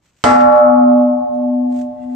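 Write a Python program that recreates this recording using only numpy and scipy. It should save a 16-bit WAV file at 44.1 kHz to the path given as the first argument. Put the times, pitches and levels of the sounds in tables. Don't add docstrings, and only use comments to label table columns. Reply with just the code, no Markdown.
import sys
import numpy as np
from scipy import signal
from scipy.fft import rfft, irfft, next_fast_len
from scipy.io import wavfile
from scipy.ndimage import uniform_filter1d, minimum_filter1d

SR = 44100
rng = np.random.default_rng(int(sys.argv[2]) if len(sys.argv) > 2 else 0)


def output_pcm(signal):
    pcm = np.clip(np.atleast_2d(signal).T, -1, 1) * 32767
    wavfile.write(sys.argv[1], SR, np.round(pcm).astype(np.int16))


N = 94815

# frequency in Hz, likeness (1 means the same).
STEREO_LIKENESS = [(30, 0.14), (80, 0.92), (250, 1), (600, 0.3), (2000, 0.74), (10000, .1)]
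# frequency in Hz, relative level in dB.
RUMBLE_COLOUR = [(20, -22), (45, -14.5), (70, -5.5), (110, -7.5), (170, -11.5), (400, -20), (1000, -24.5),
                 (2500, -40.5), (8000, -47), (10000, -58), (16000, -67.5)]
ROPE_COLOUR = [(300, -6), (1500, -0.5), (2600, 0), (5000, -5), (8000, 0), (9500, -23.5), (11000, -19.5),
               (13500, -14), (16000, -27.5)]
RATTLE_COLOUR = [(500, -2.5), (1500, 1.5), (3300, -1.5), (5500, -8), (8500, -16), (9300, -28),
                 (16000, -46.5)]
CRACK_COLOUR = [(100, -4.5), (600, 6), (1400, -2.5), (2200, -20), (3000, -8.5), (5000, -16), (8200, -18),
                (9300, -29.5), (11000, -49), (16000, -46)]
THUD_COLOUR = [(25, -25), (60, -15), (90, -5), (150, -10), (260, 2), (450, -7.5), (900, -1), (1400, -5),
               (2000, -9.5), (3200, -16.5), (5500, -15.5), (7000, -19.5), (8850, -18.5), (9200, -47.5),
               (11000, -54), (13500, -40.5), (16000, -62)]
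# middle in seconds, length in seconds, level in dB.
ROPE_RUSTLES = [(0.073, .1, -63), (.215, 0.12, -60.5), (1.352, 0.049, -66.5), (1.779, 0.13, -54.5),
                (2.035, 0.11, -67), (2.14, 0.091, -62.5)]
HANGER_RATTLES = [(.411, 0.02, -28), (.526, 0.016, -43), (.57, .08, -46.5)]
HANGER_CREAKS = [(1.92, .06, -77), (2.02, 0.11, -67), (2.13, .08, -71.5)]
# start in seconds, level in dB.
FIBRE_SLIPS = [(1.722, -53.5), (1.761, -50.5), (1.789, -46), (1.812, -47)]
# centre in Hz, width in Hz, relative level in dB.
CREAK_BANDS = [(1550, 35, -1.5), (1984, 110, 1.5), (2730, 150, -3), (3400, 150, -8.5)]
# centre in Hz, width in Hz, level in dB, fade time in
# seconds. A fade time (t60) is how long a sound takes to drop by 60 dB.
KNOCK_BANDS = [(89.4, 22, -25.5, 0.98), (436, 34, -10, 0.33), (477.6, 14, -24, 1), (670, 150, 0.5, 0.15),
               (1050, 300, 1.5, 0.033), (2268, 96, -28, 0.29), (4660, 280, -19, 0.074),
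               (5470, 1100, -39.5, 0.77), (7800, 430, -27, 0.39)]
# frequency in Hz, fade time in seconds.
THUD_FADES = [(80, 0.98), (250, 0.73), (500, 0.72), (1200, 0.81), (2500, .48), (5000, .42), (9000, 0.33),
              (14000, .3)]
# pitch in Hz, relative level in dB, fade time in seconds, left over right
# in dB.
CLANG_TONES = [(853, -5, .8, 0), (859.4, -24.5, 5.3, 9), (1297.5, -16, 1.1, 4), (1455, -21, 1.2, 0),
               (1464.5, -17, 1.45, 2), (1489.3, -18, 1.1, 0), (1540, -28, 1.3, 4), (1668, -21, .95, -3),
               (1712, -21, .9, -3), (1733, -24, 1.1, 12), (1787, -20, .6, 1), (1840, -15, .7, 6),
               (1906, -19, .6, 7), (1992, -37, 1.7, 4), (2004, -39, 1.6, 0), (2049, -8, .42, -4),
               (2207, -35, 1.55, 2), (2256, -31, .95, -4), (2417, -29, .72, -1), (2643, -33, .85, 2),
               (2848, -28, .65, -4)]
# pitch in Hz, gap to the twin in Hz,
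# fade times of tone and twin in seconds, relative levels in dB (tone left, tone right, twin left,
# twin right), first lull in seconds after the blow (left, right), the left side's lead in radians.
HUM_PAIRS = [(248.01, 1.45, 8, 9.3, -8.5, -10.2, -8.7, -11, .339, .362, -.05),
             (600.05, 2.28, 3.2, 3.4, .8, -1.7, -8, 0, .276, .057, 1.41),
             (716.7, 9.12, 2.6, 5.2, -9.5, -3.8, -15, -15.3, .058, .071, -2.79),
             (836.3, 4.27, 1.7, 2.6, 1, -3.5, -18, -13, .155, .198, -.84),
             (1069.2, 9.41, 2.6, 2.9, -21.7, -25.3, -29.2, -20.3, .083, .056, .6),
             (1129.9, 4.37, 1.6, 1.5, -12.5, -8.5, -4.5, -7.8, .017, .099, 1.9),
             (1274.4, .65, 1.1, 1.28, -1.5, -3.3, -15, 0, .342, .062, 1.02),
             (1350.9, 4.36, 1.14, 1.5, 1.2, -11, -24, -28, .078, .18, .17)]

STRIKE_S = 0.2395
LEFT_RIGHT = np.array([[1], [-1]])


def amp(db):
    return 10 ** (np.asarray(db) / 20)


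def sides(left, right):
    return np.array([[left], [right]])


def along(points, hz):
    freqs, values = np.transpose(points)
    return np.interp(np.log(hz + 1), np.log(freqs + 1), values)


def since(start_s):
    return np.maximum(np.arange(N) / SR - start_s, 0)


def fade(t, t60, attack_s):
    return amp(-60 * t / t60) * (1 - np.exp(-t / attack_s))


def swells(rows):
    t = np.arange(N) / SR
    return sum(amp(db) * np.exp(-(2 * (t - middle) / length) ** 2) for middle, length, db in rows)


def grain(depth_db):
    count = N // 128
    flicker = np.interp(np.arange(N), np.linspace(0, N, count), rng.standard_normal(count))
    return amp(depth_db * flicker)


def filtered(x, response):
    size = next_fast_len(N + SR // 2)
    return irfft(rfft(x, size) * response(np.fft.rfftfreq(size, 1 / SR)), size)[..., :N]


def noise(colour):
    def response(hz):
        spread = np.arccos(np.clip(along(STEREO_LIKENESS, hz), -1, 1)) / 2
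        return amp(along(colour, hz)) * [np.cos(spread), np.sin(spread)]

    mid, side = filtered(rng.standard_normal((2, N)), response)
    pair = np.array([mid + side, mid - side])
    return pair / pair.std()


def resonance(centre_hz, width_hz):
    hz = np.geomspace(20, SR / 2, 3000)
    db = -20 * np.log10(1 + ((hz - centre_hz) / width_hz * 2) ** 2)
    return noise(np.transpose([hz, db]))


def rumble(start_db=-64.5, rise_db=14):
    rise = 1 - np.exp(-since(STRIKE_S) / 0.1)
    return noise(RUMBLE_COLOUR) * amp(start_db + rise_db * rise)


def rope():
    slips = sum(amp(db) * fade(since(start), t60=0.04, attack_s=0.00092) for start, db in FIBRE_SLIPS)
    return noise(ROPE_COLOUR) * (swells(ROPE_RUSTLES) + slips) * grain(depth_db=2.5)


def frame():
    t = since(STRIKE_S)
    knock = sum(amp(db) * resonance(hz, width) * fade(t, t60, attack_s=0.0035)
                for hz, width, db, t60 in KNOCK_BANDS)
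    rattle = noise(RATTLE_COLOUR) * swells(HANGER_RATTLES) * grain(depth_db=0.5)
    creak = sum(amp(db) * resonance(hz, width) for hz, width, db in CREAK_BANDS)
    return knock + rattle + creak * swells(HANGER_CREAKS)


def beam(crack_db=7.5, thud_db=-6):
    t = since(STRIKE_S)
    crack = noise(CRACK_COLOUR) * fade(t, t60=0.04, attack_s=0.00045)
    hz, times, bands = signal.stft(noise(THUD_COLOUR), SR, nperseg=512)
    dying = amp(-60 * np.maximum(times - STRIKE_S, 0) / along(THUD_FADES, hz)[:, None])
    thud = signal.istft(bands * dying, SR, nperseg=512)[1][:, :N]
    thud_rise = 1 - np.exp(-t / 0.0061)
    return amp(crack_db) * crack + amp(thud_db) * thud * thud_rise


def shimmer(count=48, lowest_hz=2100, level_db=-34.5, db_per_octave=-4.5):
    t, out = since(STRIKE_S), np.zeros((2, N))
    for k, (offset, left_phase, right_phase) in enumerate(rng.random((count, 3))):
        octaves = 2 * (k + offset) / count
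        hz = lowest_hz * 2 ** octaves
        tone = np.sin(2 * np.pi * (hz * t + sides(left_phase, right_phase)))
        envelope = fade(t, t60=0.45 * 0.27 ** octaves, attack_s=0.0029)
        out += amp(level_db + db_per_octave * octaves) * tone * envelope
    return out


def ring(t, t60, direct=0.35):
    return direct * fade(t, t60, attack_s=0.0011) + (1 - direct) * fade(t, t60, attack_s=0.025)


def bell(gain_db=0.5):
    t, out = since(STRIKE_S), np.zeros((2, N))
    for (hz, gap_hz, t60, twin_t60, left_db, right_db, twin_left_db, twin_right_db,
         lull_left, lull_right, lead) in HUM_PAIRS:
        phase = 2 * np.pi * (hz * t + rng.random()) + sides(lead, 0)
        drift = 2 * np.pi * gap_hz * (t - sides(lull_left, lull_right))
        out += amp(sides(left_db, right_db)) * np.sin(phase) * ring(t, t60)
        out -= amp(sides(twin_left_db, twin_right_db)) * np.sin(phase + drift) * ring(t, twin_t60)
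    for hz, db, t60, pan_db in CLANG_TONES:
        phase = 2 * np.pi * (hz * t + rng.random()) + sides(rng.choice([-1, 1]) * 1.73, 0)
        out += amp(db + LEFT_RIGHT * pan_db / 2) * np.sin(phase) * ring(t, t60)
    return amp(gain_db) * out


def scene():
    return bell() + shimmer() + beam() + frame() + rope() + rumble()


def record(dry, overload=5.5, look_ahead_s=0.0003, recover_db_per_s=109, link=0.16, top_hz=15500):
    clipped = np.clip(dry, -overload, overload)
    needed_db = np.minimum(-20 * np.log10(np.abs(clipped) + 1e-9), 0)
    window = 2 * int(look_ahead_s * SR) + 1
    held_db = minimum_filter1d(needed_db, window)
    recovery_db = recover_db_per_s * np.arange(N) / SR
    gain_db = np.minimum.accumulate(held_db - recovery_db, axis=1) + recovery_db
    gain_db += link * (gain_db.min(0) - gain_db)
    limited = clipped * amp(uniform_filter1d(gain_db, window))
    return filtered(limited, lambda hz: hz < top_hz)


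dry = scene()
out = record(dry)
output_pcm(out)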